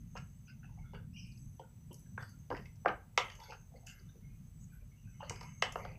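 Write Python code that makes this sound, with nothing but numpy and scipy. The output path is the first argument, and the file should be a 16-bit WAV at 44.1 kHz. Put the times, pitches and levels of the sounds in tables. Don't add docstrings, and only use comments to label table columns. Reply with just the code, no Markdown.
import sys
import numpy as np
from scipy import signal
from scipy.fft import rfft, irfft, next_fast_len
from scipy.io import wavfile
from scipy.ndimage import map_coordinates

SR = 44100
rng = np.random.default_rng(int(sys.argv[2]) if len(sys.argv) > 2 else 0)


def to_wav(sig):
    pcm = np.clip(np.atleast_2d(sig), -1, 1) * 32767
    pcm = np.round(pcm).astype(np.int16)
    wavfile.write(sys.argv[1], SR, pcm.T)


def gain_from_db(level_db):
    decades = np.asarray(level_db, float) / 20
    return 10 ** decades


N = 263788


def along(points, hz):
    f, v = np.transpose(points)
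    return np.interp(np.log(hz + 1), np.log(f + 1), v)


def unit(x):
    return x / np.sqrt(np.mean(x ** 2) + 1e-20)


def curves(rows):
    s, *cols = np.transpose(rows)
    return [np.interp(np.arange(N) / SR, s, c) for c in cols]


def wobble(knots_per_s):
    knots = rng.standard_normal(int(N * knots_per_s / SR) + 4)
    return map_coordinates(knots, [np.arange(N) * knots_per_s / SR])


def filtered(x, response):
    m = next_fast_len(x.shape[-1] + 8192)
    spectrum = rfft(x, m) * response(np.fft.rfftfreq(m, 1 / SR))
    return irfft(spectrum, m)[..., :x.shape[-1]]


def noise(spectrum):
    return unit(filtered(rng.standard_normal(N), lambda hz: gain_from_db(along(spectrum, hz))))


def body(modes):
    low, high = modes[0][0] * 0.55, modes[-1][0] * 1.77

    def response(f):
        highpass = (1j * f / low) ** 2 / (1 - (f / low) ** 2 + 1.3j * f / low)
        lowpass = 1 / (1 - (f / high) ** 2 + 1.3j * f / high)
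        total = 0
        for k, (centre, width, db) in enumerate(modes):
            damping = 1j * f * width
            total = total + (-1) ** k * gain_from_db(db) * damping / (centre * centre - f * f + damping)
        return (highpass * lowpass) ** 3 * total

    return response


# frequency in Hz, t60 in s.
KITCHEN_T60 = [(300, 0.28), (800, 0.25), (2100, 0.26), (5500, 0.16), (12000, 0.28)]
TAIL = 16384


def tails(count):
    hz, t, z = signal.stft(rng.standard_normal((count, TAIL)), SR, nperseg=256)
    decay = gain_from_db(-60 * t / along(KITCHEN_T60, hz)[:, None])
    tail = signal.istft(z * decay, SR, nperseg=256)[1][:, :TAIL]
    tail = tail * np.clip(np.arange(TAIL) / SR / 0.0015, 0, 1) ** 2
    return tail / np.linalg.norm(tail, axis=1, keepdims=True)


def in_kitchen(starts_s, dry, wet_db):
    dry = np.pad(dry, [(0, 0), (0, TAIL - dry.shape[1])])
    heard = dry + gain_from_db(wet_db) * signal.fftconvolve(dry, tails(count=len(dry)), axes=1)[:, :TAIL]
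    out = np.zeros(N + TAIL)
    for s, one in zip(starts_s, heard):
        out[round(s * SR):][:TAIL] += one
    return out[:N]


# time in s, level in dB.
RUMBLE_SWELLS = [(0.03, -48), (0.49, -58), (0.51, -52), (1.5, -50.5), (1.6, -59.5), (2.04, -55.5),
                 (2.07, -49.5), (2.5, -55.5), (2.54, -50), (2.7, -59.5), (2.88, -52), (2.98, -59),
                 (3.57, -60), (4.37, -53.5), (4.93, -56.5), (5.03, -64), (5.06, -53), (5.95, -52)]
# frequency in Hz, density in dB per Hz.
DEEP_SPECTRUM = [(12, -26), (20, -18.5), (43, 0), (75, -7), (91, -4), (110, -5), (140, -36), (240, -120)]
HUM_SPECTRUM = [(41, -17.5), (70, -10), (102, 2.5), (129, 2), (161, 2), (188, -4.5), (220, -7),
                (314, -24.5), (343, -28), (420, -48), (550, -82.5), (920, -120)]
HISS_SPECTRUM = [(210, -48.5), (350, 0), (591, -6), (1920, -11.5), (2180, -10.5), (4110, -16), (5640, -15),
                 (6210, -38), (6830, -13), (7750, -16), (15600, -12.5)]
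DEEP_DB, DEEP_FOLLOWS, HISS_DB = -57, 0.4, -75.5


def room_tone():
    hum_db, = curves(RUMBLE_SWELLS)
    deep_db = DEEP_DB + DEEP_FOLLOWS * (hum_db - hum_db.mean())
    deep = gain_from_db(deep_db) * unit(gain_from_db(2.1 * wobble(7.2)) * noise(DEEP_SPECTRUM))
    hum = gain_from_db(hum_db) * unit(gain_from_db(2.73 * wobble(16)) * noise(HUM_SPECTRUM))
    hiss = gain_from_db(HISS_DB + 0.86 * wobble(0.92)) * noise(HISS_SPECTRUM)
    return deep + hum + hiss


# time in s, peak in dB.
NEAR_SWELLS = [(0.17, -72.5), (1.4, -73), (1.55, -84.5), (1.93, -87), (3.401, -73.5), (4.01, -74.5),
               (5.52, -70.5)]
NEAR_REST_DB, NEAR_FADE_DB_PER_S = -86.5, 40


def near_insect_db():
    t = np.arange(N) / SR
    swells = [np.maximum(db - NEAR_FADE_DB_PER_S * abs(t - s), NEAR_REST_DB) for s, db in NEAR_SWELLS]
    return np.max(swells, axis=0)


# centre in Hz, width in Hz, level in dB.
FAR_INSECTS = [(6003, 80, -82.5), (7863, 90, -85.5), (11400, 240, -97.5)]
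NEAR_HZ, NEAR_WIDTH_HZ = 6380, 110


def insects():
    out = 0
    for hz, width, db in FAR_INSECTS + [(NEAR_HZ, NEAR_WIDTH_HZ, near_insect_db())]:
        band = lambda f: 1 / (1 + ((f - hz) / width) ** 4)
        trill = unit(filtered(rng.standard_normal(N), band))
        out = out + gain_from_db(db + 3.9 * wobble(3.7) + 2.7 * wobble(30)) * trill
    return out


# time in s, pitch in Hz, level in dB, overtone in dB.
CHIRP = [
    (1.12, 2240, -103, -7),
    (1.135, 2500, -68.5, -4),
    (1.16, 2774, -56.5, -13),
    (1.2, 2753, -63.5, 3),
    (1.24, 2670, -67, -0.5),
    (1.29, 2690, -71, -9),
    (1.34, 2650, -77, -16),
    (1.42, 2600, -98, -10),
]


def bird():
    hz, db, over_db = curves(CHIRP)
    t = np.arange(N) / SR
    phase = 2 * np.pi * np.cumsum(.99 * hz * (1 + 0.058 * wobble(300))) / SR
    voice = np.sin(phase) + gain_from_db(over_db) * np.sin(2 * phase)
    voice = voice * gain_from_db(db + 2.4 * wobble(90))
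    voice = voice * (t > CHIRP[0][0]) * (t < CHIRP[-1][0])
    return voice + 1.48 * signal.fftconvolve(voice, tails(count=1)[0])[:N]


# centre in Hz, width in Hz, level in dB.
BOTTOM_MODES = [(400, 150, 1.5), (537, 140, 6), (734, 142, 3.5), (956, 140, 2.5)]
WALL_MODES = [(1186, 240, 0.027), (1380, 210, 0), (1586, 120, 0.0047)]
RIM_MODES = [(2110, 230, 0.021), (2650, 120, 0.00068), (2950, 180, 0.0014)]
SPOON_MODES = [(4720, 415, -3), (5450, 220, -1), (6250, 620, 1.5), (8200, 2000, -12.5)]
SMACK_MODES = [(9900, 4200, -15), (11400, 1200, -4.5)]
# time in s, pressure in dB, height from -1 (bottom) to 1 (rim).
DRAG_PATH = [(0.0, -79, 0.61), (0.85, -72.5, -0.15), (1.1, -84, 0.4), (1.75, -86.5, -1.2), (2.5, -78, 0),
             (3.1, -77, -0.7), (3.25, -55, .3), (3.4, -60, 0.19), (3.5, -70.5, 1), (3.66, -82, -0.96),
             (3.95, -69.5, 0.86), (4.2, -79.5, 0.15), (5.09, -80.5, 0.67), (5.3, -59, 0.62),
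             (5.48, -64.5, 1), (5.66, -70, 0), (5.8, -50, -0.45), (5.98, -66.5, -1)]
# level at mid height in dB, slope in dB per unit height.
HEIGHT_LEVELS = [
    (-1, -10.5),
    (-2, 7.5),
    (-6, 5.5),
    (-14.5, 4),
]


def drag(per_s=1500, scatter_db=2.5):
    out = 0
    pressure_db, height = curves(DRAG_PATH)
    groups = [BOTTOM_MODES, WALL_MODES + RIM_MODES, SPOON_MODES, SMACK_MODES]
    for (mid_db, slope_db), group in zip(HEIGHT_LEVELS, groups):
        db = pressure_db + mid_db + slope_db * height
        slips = (rng.random(N) < per_s / SR) * rng.standard_normal(N)
        slips = slips * gain_from_db(scatter_db * rng.exponential(size=N))
        smeared = slips + 4.0 * signal.fftconvolve(slips, tails(count=1)[0])[:N]
        out = out + gain_from_db(db - 10.5) * unit(filtered(smeared, lambda f: body(group)(f) ** 2))
    return out


# start in s, length in s, resonance in Hz, level in dB.
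BOTTOM_RUBS = [(3.176, 0.018, 1014, -35.5), (0.634, 0.026, 780, -68), (0.686, 0.042, 885, -71.5),
               (0.772, 0.039, 850, -65.5), (0.935, 0.027, 460, -53.5), (1.902, 0.025, 920, -64),
               (1.905, 0.028, 372, -56.5), (2.5, 0.063, 340, -46), (2.86, 0.063, 266, -46.5),
               (3.378, 0.021, 502, -62.5), (3.385, 0.11, 918, -60), (3.48, 0.089, 456, -62),
               (3.487, 0.078, 850, -56.5), (3.709, 0.11, 726, -69), (3.742, 0.025, 537, -59),
               (3.82, 0.077, 730, -68), (3.99, 0.037, 407, -72), (4.144, 0.042, 400, -68),
               (4.808, 0.033, 510, -75), (5.198, 0.063, 916, -51.5), (5.22, 0.03, 622, -50.5),
               (5.41, 0.08, 990, -60.5)]
BOWL_WALL_RUBS = [(2.19, 0.066, 1600, -55.5), (0.159, 0.031, 1330, -51), (0.165, 0.038, 2160, -65),
                  (0.475, 0.047, 1484, -67), (0.483, 0.07, 2150, -77), (0.626, 0.031, 1525, -64),
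                  (0.783, 0.15, 2170, -74.5), (0.836, 0.07, 1385, -70), (0.939, 0.076, 1460, -62),
                  (1.608, 0.083, 1427, -72), (2.057, 0.022, 1580, -74.5), (2.323, 0.022, 1380, -74),
                  (2.544, 0.057, 1880, -53.5), (2.643, 0.037, 2190, -71), (3.43, 0.22, 1480, -71),
                  (3.45, 0.1, 2150, -69), (3.52, 0.023, 1400, -53.5), (3.754, 0.025, 2100, -71.5),
                  (3.865, 0.15, 1574, -66.5), (3.868, 0.14, 2110, -72), (4.089, 0.016, 1565, -70.5),
                  (4.218, 0.14, 2146, -77.5), (4.716, 0.068, 1533, -72), (4.909, 0.05, 2175, -74.5),
                  (5.068, 0.06, 1530, -74), (5.113, 0.26, 2160, -80.5), (5.216, 0.041, 1360, -57.5),
                  (5.315, 0.32, 2160, -67.5), (5.779, 0.18, 2120, -61)]
BOWL_RIM_RUBS = [(5.621, 0.011, 3000, -36), (3.175, 0.016, 3104, -34.5), (2.553, 0.058, 2750, -64.5),
                 (3.2, 0.17, 3094, -60.5), (5.647, 0.11, 3200, -62), (0.159, 0.032, 2670, -55.5),
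                 (0.47, 0.065, 2650, -67), (0.628, 0.079, 2650, -70.5), (0.854, 0.2, 3420, -81.5),
                 (0.938, 0.059, 2770, -67), (1.588, 0.033, 3170, -70.5), (1.909, 0.025, 2950, -65),
                 (2.188, 0.09, 3430, -74), (2.872, 0.028, 2230, -48.5), (3.404, 0.12, 3520, -69.5),
                 (3.497, 0.057, 2650, -59.5), (3.866, 0.062, 2780, -58), (4.084, 0.026, 3660, -71.5),
                 (4.285, 0.12, 2470, -84), (4.697, 0.17, 2390, -81), (4.962, 0.1, 2780, -80.5),
                 (5.041, 0.14, 2530, -79.5), (5.197, 0.12, 2830, -63.5), (5.309, 0.21, 2460, -67),
                 (5.869, 0.12, 2510, -67)]
SPOON_BODY_RUBS = [(0.165, 0.022, 5270, -58.5), (0.476, 0.052, 4870, -70.5), (1.264, 0.017, 9200, -74),
                   (1.316, 0.013, 4870, -66.5), (1.373, 0.011, 5070, -67), (1.302, 0.68, 11250, -84.5),
                   (2.206, 0.15, 4660, -72), (2.214, 0.057, 8440, -74.5), (2.523, 0.13, 4970, -70.5),
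                   (3.195, 0.16, 8500, -84), (3.298, 0.32, 6400, -74.5), (3.387, 0.14, 11600, -75.5),
                   (3.423, 0.16, 4530, -69), (3.757, 0.03, 4510, -74), (3.859, 0.087, 4850, -69),
                   (3.863, 0.069, 6660, -61.5), (3.986, 0.019, 4790, -70), (4.602, 0.06, 6580, -68.5),
                   (4.717, 0.086, 11610, -74.5), (5.229, 0.06, 4400, -69.5), (5.621, 0.039, 6050, -60),
                   (3.485, 0.049, 4940, -64), (0.938, 0.049, 4600, -77.5), (2.194, 0.12, 11600, -78.5),
                   (2.517, 0.2, 11700, -84), (3.873, 0.16, 11700, -78), (5.752, 0.11, 11800, -75),
                   (5.31, 0.22, 5060, -74.5), (5.817, 0.13, 4640, -72.5)]
# width in Hz at the usual level, widening in dB per dB louder.
RESONANCE_WIDTHS = [
    (240, 0.02),
    (270, 0.6),
    (450, 0.3),
    (1100, 0.88),
]
USUAL_RUB_DB = -68


def rubs(per_s=2200, scatter_db=3.5, rise_s=0.0021):
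    parts = [BOTTOM_RUBS, BOWL_WALL_RUBS, BOWL_RIM_RUBS, SPOON_BODY_RUBS]
    s, length, hz, db = np.concatenate(parts).T[:, :, None]
    usual, wider = np.repeat(RESONANCE_WIDTHS, [len(p) for p in parts], axis=0).T[:, :, None]
    width = usual * gain_from_db(wider * (db - USUAL_RUB_DB))
    t = np.arange(TAIL * 3 // 4) / SR
    shape = (len(s), len(t))
    slips = (rng.random(shape) < per_s / SR) * rng.standard_normal(shape)
    slips = slips * gain_from_db(scatter_db * rng.exponential(size=shape))
    stroke = (1 - np.exp(-t / rise_s)) * np.clip(1 - (t / length) ** 2, 0, 1)
    resonance = lambda f: (1j * f * width / (hz * hz - f * f + 1j * f * width)) ** 3
    sung = filtered(slips * stroke, resonance)
    rms = np.sqrt(np.sum(sung ** 2, axis=1, keepdims=True) / (length * SR) + 1e-20)
    return in_kitchen(s[:, 0], gain_from_db(db - 2.5) * sung / rms, wet_db=-4.0)


# start in s, peak in dB, wall in dB against the bottom, hardness in dB.
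THUD_BLOWS = [(0.151, -40.5, -10, -1), (0.931, -44.5, -47, 5), (1.593, -40, -43, 1), (2.176, -39.5, 5, -24),
              (2.501, -31.5, -17, 8), (2.511, -29.5, -6.5, -17), (2.523, -32, -7.5, 1),
              (2.847, -34, -16, -15.5), (2.857, -17.5, -2.5, -5), (2.881, -30, -14.5, 15),
              (2.889, -35, 7, -29), (2.894, -35.5, -15.5, -46), (5.201, -57, -28, 17),
              (5.305, -35, -12, -12.5), (5.755, -28, -4, 9), (5.848, -37.5, -3.5, 11)]
THUD_RIM_DB, THUD_SPOON_DB, THUD_TIP_DB, THUD_SMACK_DB = -23, -31, -47.5, -44
# start in s, peak in dB, height as dB of rim over bottom, spoon ring in dB.
RAP_BLOWS = [(0.945, -51, 11, -18), (2.223, -56.5, -2, 0.5), (2.565, -53.5, -1, -1), (2.654, -51, 22, -11),
             (3.175, -17.5, 8, -8.5), (3.299, -43.5, 21, -11), (3.317, -49, 16, -10),
             (3.399, -53.5, 16, -1.5), (3.528, -55.5, 7, -3), (5.357, -55.5, 1.5, 5), (5.408, -50, 2, 0.5),
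             (3.433, -59.5, 4, 7.5), (5.428, -57, -2, 5), (5.622, -19, 8.5, -9.5)]
RAP_DEEP_DB, RAP_WALL_SHARE, RAP_WALL_DB, RAP_SMACK_DB = -6, 0.93, 2.5, -16.5
TIP_GROWS = 0.18
# start in s, peak in dB, rim in dB, wet smack in dB.
EDGE_TICKS = [
    (1.927, -58, -30, 5),
    (1.941, -51.5, -42, -3.5),
    (1.991, -64.5, -20, 2.5),
    (2.291, -66.5, -10, 4.5),
    (3.351, -56, -1, -11),
    (3.867, -47.5, -16, -7),
    (5.295, -32.5, -3, -22.5),
    (5.721, -46, -0.5, -5),
    (2.754, -67.5, -23, -21.5),
]
TICK_BOTTOM_DB, TICK_WALL_DB = -23.5, -14


def contacts():
    s, db, wall, hard = np.transpose(THUD_BLOWS)
    thuds = [s, db - 9, db - 5, db + wall, db + THUD_RIM_DB + hard,
             db + THUD_SPOON_DB + 0.7 * hard, db + THUD_TIP_DB + 0.7 * hard,
             db + THUD_SMACK_DB + 0.8 * hard]
    s, db, height, spoon = np.transpose(RAP_BLOWS)
    raps = [s, db - height + RAP_DEEP_DB, db - height,
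            db + RAP_WALL_DB - RAP_WALL_SHARE * height, db, db + spoon,
            db + spoon + TIP_GROWS * (db - db.max()), db + spoon + RAP_SMACK_DB]
    s, db, rim, smack = np.transpose(EDGE_TICKS)
    bottom = db + rim + TICK_BOTTOM_DB
    ticks = [s, bottom, bottom, db + rim + TICK_WALL_DB, db + rim, db - 7, db + 1, db + smack]
    return np.c_[thuds, raps, ticks].T


def knocks(contact_s=0.0072, softer=0.28):
    rows = contacts()
    level_db = rows[:, 1:]
    strength_db = level_db.max(axis=1, keepdims=True)
    t = np.arange(TAIL // 8) / SR
    lasting_s = contact_s * gain_from_db(-softer * (strength_db - strength_db.max()))
    rattle = rng.standard_normal((len(rows), len(t))) * gain_from_db(-60 * t / lasting_s)
    rattle *= 1 - np.exp(-t / lasting_s / 0.059)
    rattle += 3.2 * contact_s / lasting_s * np.exp(-(t - .0003) ** 2 / .00002 ** 2)
    groups = [BOTTOM_MODES[:2], BOTTOM_MODES[2:], WALL_MODES, RIM_MODES,
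              SPOON_MODES[:2], SPOON_MODES[2:], SMACK_MODES]
    dry = 0
    for group, db in zip(groups, level_db.T):
        ring = filtered(rattle, body(group))
        dry = dry + gain_from_db(db)[:, None] * ring / np.abs(ring).max(axis=1, keepdims=True)
    return in_kitchen(rows[:, 0] + .001, gain_from_db(1) * dry, wet_db=-3.0)


def scene():
    return (room_tone() + insects() + bird() + drag() + rubs() + knocks())[None]


def roll_off(x):
    return signal.sosfilt(signal.butter(12, 16340, fs=SR, output="sos"), x)


def record(dry):
    top_hz = 15550
    mix = filtered(dry, lambda hz: hz < top_hz)
    return roll_off(mix)


dry = scene()
out = record(dry)
to_wav(out)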